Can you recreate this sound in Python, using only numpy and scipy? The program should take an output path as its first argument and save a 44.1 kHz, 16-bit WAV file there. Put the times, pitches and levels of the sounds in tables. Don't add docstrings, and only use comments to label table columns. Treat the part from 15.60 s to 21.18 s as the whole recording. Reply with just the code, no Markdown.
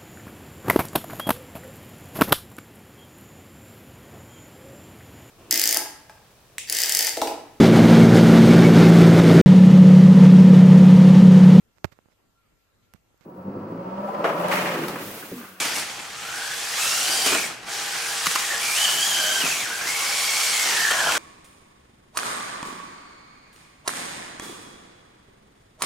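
import sys
import numpy as np
from scipy import signal
from scipy.io import wavfile
from scipy.ndimage import uniform_filter1d

SR = 44100
rng = np.random.default_rng(int(sys.argv[2]) if len(sys.argv) > 2 else 0)


def inscribe(sig):
    pcm = np.round(np.clip(np.atleast_2d(sig).T, -1, 1) * 32767)
    wavfile.write(sys.argv[1], SR, pcm.astype(np.int16))


N = 246078
TIME = np.arange(N) / SR

# frequency in Hz, level in dB.
AIR_SPECTRUM = [(30, 1.5), (90, -19), (150, 9.5), (330, -22), (1000, -3), (2200, -3), (8500, -37),
                (15000, -47)]
RUMBLE_SPECTRUM = [(30, -14), (70, -25), (140, 2.5), (290, 3.5), (450, 8), (800, 1), (2000, -29)]
CHURN_SPECTRUM = [(250, -34), (450, -23), (720, -1), (1000, 1), (1500, 3.5), (2000, 5), (3000, 0),
                  (5000, -5), (10000, -31)]
RATTLE_SPECTRUM = [(500, -22), (1200, -4.5), (2400, -4), (3150, 0), (3800, -3), (4700, -0.5), (5500, 0),
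                   (6600, -0.5), (8000, -1.5), (9500, -4.5), (12500, -11), (15500, -18.5)]
# frequency in Hz, likeness (1 is identical).
STEREO_LIKENESS = [(40, 0.14), (120, 0.82), (1000, 0.95), (2200, 0.59), (4500, 0.73), (12000, 0.75)]
# frequency in Hz, boost in dB, sharpness (Q).
RESONANCES = [(542, -0.5, 7.2), (765, 3, 6.8), (940, -1, 4), (1170, -0.5, 8.8), (2050, -1, 7),
              (2320, 0, 8.1), (3960, -0.5, 7)]

# pitch in Hz, level in dB, seconds to fade by 60 dB.
WALL_MODES = [(650, -5.5, 0.018), (1072, -4, 0.0098), (1444, -4, 0.039), (2050, -22, 0.0062),
              (3170, -8.5, 0.017)]
BODY_MODES = [(170, 5.5, 0.11), (274, -8.5, 0.057), (464, -20, 0.15)]
BLADE_MODES = [(1034, -2, 0.036), (1248, -2, 0.032), (2780, -10, 0.039)]
DEEP_BLOW_CHANGES = [-13, 9, 16]
# time in seconds, then crunch, wall ring and thump in dB.
WALL_KNOCKS = [(0.055, -30, -34, -35), (0.165, -26.5, -48, -36), (1.663, -24, -33, -30),
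               (1.678, -25.5, -31, -32), (1.722, -26, -33, -40), (1.736, -27, -22, -28),
               (1.751, -21, -19.5, -26.5), (1.778, -32.5, -36, -48), (2.66, -27, -36, -45),
               (2.67, -17, -27, -33), (2.713, -21.5, -33, -55.5), (2.753, -24.5, -30, -54),
               (2.761, -24, -41, -56), (2.797, -23, -32, -52), (3.29, -28, -23.5, -55),
               (3.837, -38.5, -43, -24.5), (3.856, -32, -24.5, -40), (3.868, -25, -26, -47),
               (5.198, -25, -38, -41), (5.31, -22, -19, -46), (5.319, -29.5, -22, -50),
               (5.397, -33, -21, -45), (5.474, -30, -19, -45), (5.496, -29, -23, -46),
               (5.522, -21.5, -34, -46)]
# start and end in seconds, level in dB.
WALL_DRAGS = [(2.934, 2.946, -29), (3.29, 3.335, -38), (5.337, 5.582, -28.5)]
# time in seconds, level in dB.
BLADE_CLANKS = [(2.667, -27), (2.758, -18.5), (2.779, -29), (5.308, -29)]
# start and end in seconds, then extra gearbox, churn, rumble in dB.
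GRAVEL_DIGS = [(0, 0.19, 0.5, 4, 3.5), (1.667, 1.75, 5, 8, 9), (3.84, 3.87, 1.5, 6, 7.5),
               (5.066, 5.199, 0.5, 4, 8), (5.312, 5.58, -2.5, 2, 5)]
# time in seconds, depth from 0 to 1.
PADDLE_DEPTH = [(0, 1), (.7, 0.1), (1.15, 0.15), (1.5, 0.84), (1.9, 1), (2.55, 0.02), (3.1, 0.26),
                (3.7, 0.84), (4.2, 0.72), (4.7, 0.1), (5.3, .1), (5.58, 0.89)]
# time in seconds, load in dB.
MIX_LOAD = [(0, 0.5), (.42, -6), (.84, -1.5), (.98, -1.5), (1.22, 1), (1.7, -2), (1.86, -4.5),
            (1.98, -10.5), (2.05, -9), (2.1, 0), (2.55, 2.5), (3.22, 1.3), (3.36, -1.5), (3.78, -2.5),
            (4.08, 0), (4.55, 2), (5.15, 5), (5.58, 8)]

# time in seconds, pitch of the gear whine in Hz.
MOTOR_SPEED = [(0, 2500), (.11, 1748), (.2, 2510), (.25, 1353), (.53, 1148), (.8, 1633), (1.11, 1745),
               (1.16, 2082), (1.2, 2593), (1.42, 2860), (1.5, 3065), (1.665, 3130), (1.7, 2464),
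               (1.83, 2350), (1.86, 2007), (1.93, 1104), (2.0, 593), (2.05, 799), (2.1, 1485), (2.58, 1655),
               (2.73, 1982), (2.99, 1750), (3.015, 2315), (3.13, 2300), (3.18, 2956), (3.24, 3144),
               (3.27, 2974), (3.38, 3006), (3.46, 3275), (3.56, 3139), (3.81, 3117), (3.84, 2620),
               (3.875, 2395), (3.9, 2686), (3.96, 2300), (4.02, 2240), (4.07, 1521), (4.24, 1615),
               (4.28, 2128), (4.6, 2266), (4.9, 2243), (5.06, 2106), (5.13, 1802), (5.29, 1725),
               (5.58, 1510)]
BUZZ_HARMONICS = [-16, -14, -3.5, -14, -7.5, -1, -14]
# time in seconds, dB relative to the gearbox level.
WHINE_LEVELS = [(0, -4.5), (.1, -14), (.19, -8), (.33, -18), (.6, -8), (.8, -4.5), (1.02, -10), (1.12, -11),
                (1.25, -10), (1.62, -8), (1.73, -5), (1.82, -1), (1.89, -5), (2.1, -17), (2.5, -6.5),
                (2.65, -14), (2.8, -12), (2.91, -4), (2.95, 2), (2.99, -8), (3.03, -6), (3.12, -4),
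                (3.2, -5), (3.25, 2.5), (3.29, 0), (3.5, -4), (3.58, -0.5), (3.8, -3), (3.98, -4.5),
                (4.13, -3.5), (4.3, -3.5), (4.44, -6), (4.5, -9), (4.66, -7), (4.88, -7.5), (5.04, -6),
                (5.11, -10), (5.17, -3), (5.28, 3), (5.33, -1), (5.45, 1), (5.52, -13), (5.58, -0.5)]
# multiple of the whine's pitch, dB relative to the gearbox level at full speed.
GROWL_TONES = [(.2, -26.5), (.255, -20)]
# start and end in seconds, multiple of the whine's pitch, dB relative to the gearbox level.
SINGING_TONES = [(0.681, .95, .93, -7), (0.85, 1.029, 2, -14), (.8, 1.08, 2.78, -15),
                 (1.185, 1.557, .5, -12), (1.46, 1.65, .25, -15), (1.219, 1.444, 1.45, -12.5),
                 (1.319, 1.439, 2, -7), (1.49, 1.667, 1.53, -6), (1.781, 1.85, 2.42, -13),
                 (2.119, 2.601, .5, -21), (3.192, 3.796, 1.5, -13), (3.197, 3.383, .57, -12.5),
                 (3.2, 3.4, 2.2, -22), (3.406, 3.53, .525, -8), (3.416, 3.548, 2.1, -5.5),
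                 (3.556, 3.82, .5, -5.5), (3.583, 3.801, 2, -10.5), (3.595, 3.737, .2, -12),
                 (4.399, 4.445, .5, -8.5), (4.5, 4.851, .49, -19), (4.499, 4.999, 1.47, -17),
                 (4.502, 4.972, 1.96, -11), (4.5, 4.92, 2.46, -11.5)]

FULL_SPEED_HZ, CHOP_HZ = 3100, 116.2
WHINE_PER_GEAR_PULSE = 32
WHINE_PER_PADDLE_TURN = 136
SCRAPE_S = 0.0051


def from_db(db):
    return np.exp(np.asarray(db) * (np.log(10) / 20))


def rms_one(x):
    return x / np.sqrt(np.mean(np.abs(x) ** 2) + 1e-20)


def in_time(rows):
    return np.interp(TIME, *np.transpose(rows))


def at_hz(points, hz):
    f, value = np.transpose(points)
    return np.interp(np.log(hz), np.log(f), value)


def filtered(x, order, hz, kind):
    return signal.sosfilt(signal.butter(order, hz, kind, fs=SR, output="sos"), x)


def drift(rate):
    step, warm_up = 20, 4000
    r = np.exp(-2 * np.pi * step * rate / SR)
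    slow = signal.lfilter([1], [1, -2 * r, r * r], rng.standard_normal(N // step + warm_up + 2))[warm_up:]
    return np.interp(np.arange(N) / step, np.arange(len(slow)), rms_one(slow))


def swell(start, end, attack_s, release_s):
    return np.exp(np.minimum(TIME - start, 0) / attack_s - np.maximum(TIME - end, 0) / release_s)


def spread(mid, side, alike):
    return np.sqrt(1 + alike) * mid + np.sqrt(1 - alike) * side * np.array([[1], [-1]])


def coloured_noise(spectrum, bands, force=1, flicker_db=0):
    out = np.zeros((2, N))
    white = rng.standard_normal((2, 2, N)) * force
    edges = np.geomspace(spectrum[0][0], spectrum[-1][0] * 1.1, bands + 1)
    for k, (low, high) in enumerate(zip(edges, edges[1:])):
        hz = np.sqrt(low * high)
        alike = at_hz(STEREO_LIKENESS, hz)
        band = filtered(white[k % 2], 2, [low, high], "band") * np.sqrt([[1 + alike], [1 - alike]])
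        flicker = flicker_db * drift(13) if flicker_db else 0
        out += band * from_db(at_hz(spectrum, hz) + flicker)
    return rms_one(spread(*out, alike=0))


def contacts(per_s, size_db, length_s, smooth):
    sizes = from_db(size_db * np.minimum(rng.exponential(1, N), 4))
    hits = rng.random(N) < per_s / SR
    energy = signal.lfilter([1], [1, -np.exp(-1 / (length_s * SR))], hits * sizes ** 2)
    return np.sqrt(smooth + energy / energy.mean())


def taps(rows):
    force = np.zeros(N)
    for s, db in rows:
        force[int(s * SR)] += from_db(db) * np.sqrt(SCRAPE_S * SR)
    return force


def ring(force, modes):
    out = 0
    for k, (hz, db, t60) in enumerate(modes):
        r, w = np.exp(-np.log(1000) / (t60 * SR)), 2 * np.pi * hz / SR
        note = signal.lfilter([0, np.sin(w) * np.sqrt(1 - r * r)],
                              [1, -2 * r * np.cos(w), r * r], force + 1e-18)
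        out = out + (-1) ** k * from_db(db) * note
    return out


def resonate(x):
    for hz, db, q in RESONANCES:
        w, gain = 2 * np.pi * hz / SR, from_db(db / 2)
        width, centre = np.sin(w) / (2 * q), -2 * np.cos(w)
        x = signal.lfilter([1 + width * gain, centre, 1 - width * gain],
                           [1 + width / gain, centre, 1 - width / gain], x)
    return x


def garage_air():
    hum = from_db(-71.5) * np.sin(2 * np.pi * 49 * TIME + .5 * drift(2))
    air = from_db(-47) * coloured_noise(AIR_SPECTRUM, bands=11)
    return (hum + air) * from_db([[.5], [-.5]])


def garage_echo(x, t60):
    out = np.zeros((2, N))
    for k, lag in enumerate((rng.uniform(.011, .045, 12) * SR).astype(int)):
        loop = x[k % 2].copy()
        gain = np.exp(-np.log(1000) * lag / SR / t60)
        for i in range(lag, N, lag):
            loop[i:i + lag] += gain * loop[i - lag:i][:N - i]
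        out[k % 2] += (loop - x[k % 2]) * (-1) ** (k // 2)
    return out


def wet_concrete(churn_db, rumble_db):
    stones = contacts(per_s=380, size_db=2.5, length_s=0.0028, smooth=0.6)
    churn = from_db(churn_db) * coloured_noise(CHURN_SPECTRUM, bands=13, force=stones, flicker_db=1.5)
    rumble = from_db(rumble_db) * coloured_noise(RUMBLE_SPECTRUM, bands=11, force=stones, flicker_db=1.5)
    return resonate(churn * from_db([[-.2], [.2]]) + rumble * from_db([[1.2], [-1.2]]))


def paddle_knocks(depth):
    scrapes = np.zeros((2, N))
    for s, *levels_db, _ in WALL_KNOCKS:
        near = slice(max(0, int((s - .06) * SR)), int((s + .06) * SR))
        scrapes[:, near] += from_db(levels_db)[:, None] * np.exp(-np.abs(TIME[near] - s) / SCRAPE_S)
    crunch_level, wall_level = scrapes
    for start, end, db in WALL_DRAGS:
        wall_level += from_db(db) * swell(start, end, attack_s=0.01, release_s=0.015)
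    grit = contacts(per_s=1200, size_db=2.5, length_s=0.0003, smooth=0.6)
    grinding = rms_one(spread(*(rng.standard_normal((2, N)) * grit), alike=0.83))
    crunch = crunch_level * rms_one(filtered(grinding, 1, [900, 5500], "band"))
    wall = ring(grinding * wall_level, WALL_MODES)
    thumps = taps([(s, db) for s, *_, db in WALL_KNOCKS])
    thumps = filtered(thumps, 1, 120, "high")
    body = sum((-1) ** k * ring(thumps * from_db(DEEP_BLOW_CHANGES[k] * depth), [mode])
               for k, mode in enumerate(BODY_MODES))
    blade = ring(taps(BLADE_CLANKS), BLADE_MODES) * from_db([[-1], [1]])
    return crunch + wall + body + blade


def gravel_digs():
    return sum(np.outer(extra_db, swell(start, end, attack_s=0.014, release_s=0.054))
               for start, end, *extra_db in GRAVEL_DIGS)


def motor_jolts():
    hardest_db = max(db for _, db, *_ in WALL_KNOCKS)
    return np.tanh(sum(from_db(db - hardest_db) * swell(s, s, attack_s=0.014, release_s=0.1278)
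                       for s, db, *_ in WALL_KNOCKS))


def motor_buzz(whine_hz, load_db):
    unchopped_hz, coast_hz_per_s = 3330, 8000
    throttle = np.clip(whine_hz / unchopped_hz, 0, 1)
    rise_hz_per_s = uniform_filter1d(np.gradient(whine_hz) * SR, size=1500)
    driven = np.clip(1 + rise_hz_per_s / coast_hz_per_s, 0, 1)
    ripple = 4 * throttle * (1 - throttle) * driven
    phase = 2 * np.pi * CHOP_HZ * TIME
    buzz = sum(from_db(db + 1.8 * drift(6)) * np.sin(k * phase + 0.5 * drift(5))
               for k, db in enumerate(BUZZ_HARMONICS, 2))
    level = from_db(-48.5 + 0.79 * np.minimum(load_db, 2))
    return np.sqrt(2) * ripple * level * buzz * from_db([[.8], [-.8]])


def gear_rattle(whine_hz, cycles):
    throb = 1 + 0.057 * np.sin(2 * np.pi * cycles / WHINE_PER_GEAR_PULSE)
    throb += 0.045 * np.sin(2 * np.pi * CHOP_HZ * TIME)
    teeth = throb * contacts(per_s=3500, size_db=3.5, length_s=0.0017, smooth=2.0)
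    rattle = resonate(coloured_noise(RATTLE_SPECTRUM, bands=24, force=teeth, flicker_db=1.43))
    dull = filtered(rattle, 1, 8800, "low")
    treble_db = 3 + 14.3 * np.log10(whine_hz / FULL_SPEED_HZ)
    return dull + (rattle - dull) * from_db(treble_db)


def gear_tone(cycles, multiple, pure, uneven, flutter_hz, alike):
    teeth = np.sin(2 * np.pi * cycles / WHINE_PER_GEAR_PULSE + 2 * drift(3.9))
    phase = 2 * np.pi * multiple * cycles
    cos, sin = np.cos(phase), np.sin(phase)
    mid = pure * cos + np.sqrt(2) * uneven * teeth * np.cos(phase + drift(4.2))
    mid += np.sqrt(.5) * (drift(flutter_hz) * cos + drift(flutter_hz) * sin)
    side = drift(flutter_hz) * cos + drift(flutter_hz) * sin
    return rms_one(spread(rms_one(mid), side, alike))


def gearbox(whine_hz, level_db, jolt):
    drag = np.sin(2 * np.pi * np.cumsum(whine_hz) / SR / WHINE_PER_PADDLE_TURN + drift(4))
    stumble = (0.00607 * FULL_SPEED_HZ / whine_hz + 0.045 * jolt) * drift(138.1)
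    waver = 0.005 * drift(30)
    cycles = np.cumsum(whine_hz * (1 + stumble + waver - 0.007 * drag)) / SR
    whine = gear_tone(cycles, 1, pure=0.64, uneven=0.95, flutter_hz=110, alike=0.84)
    whine *= from_db(in_time(WHINE_LEVELS) - 1.8 * drag)
    growl = sum(from_db(db) * gear_tone(cycles, multiple, pure=1, uneven=0.71, flutter_hz=59, alike=0.91)
                for multiple, db in GROWL_TONES)
    growl *= (whine_hz / FULL_SPEED_HZ) ** 2
    singing = 0
    for start, end, multiple, db in SINGING_TONES:
        pure = 0.7 / multiple ** 0.6
        tone = gear_tone(cycles, multiple, pure, uneven=0.8, flutter_hz=90 * multiple ** .75, alike=0.9)
        singing += from_db(db) * swell(start, end, attack_s=0.02, release_s=0.0097) * tone
    return from_db(level_db) * (whine + growl + singing + gear_rattle(whine_hz, cycles))


def scene():
    whine_hz, load_db, depth = in_time(MOTOR_SPEED), in_time(MIX_LOAD), in_time(PADDLE_DEPTH)
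    log_speed = np.log10(whine_hz / FULL_SPEED_HZ)
    gear_dig_db, churn_dig_db, rumble_dig_db = gravel_digs()
    gear_db = -24.5 + 24.1 * log_speed + 0.95 * load_db + gear_dig_db
    churn_db = -31.5 + 9.3 * log_speed + 0.6 * load_db + churn_dig_db
    rumble_db = -50 + 11 * log_speed + 0.075 * load_db + rumble_dig_db + 9 * depth
    drill = gearbox(whine_hz, gear_db, motor_jolts()) + motor_buzz(whine_hz, load_db)
    mixing = drill + wet_concrete(churn_db, rumble_db) + paddle_knocks(depth)
    return mixing + from_db(-15) * garage_echo(mixing, t60=0.4) + garage_air()


def record(dry):
    return signal.sosfilt(signal.ellip(12, .1, 80, 15800, fs=SR, output="sos"), dry)


dry = scene()
out = record(dry)
inscribe(out)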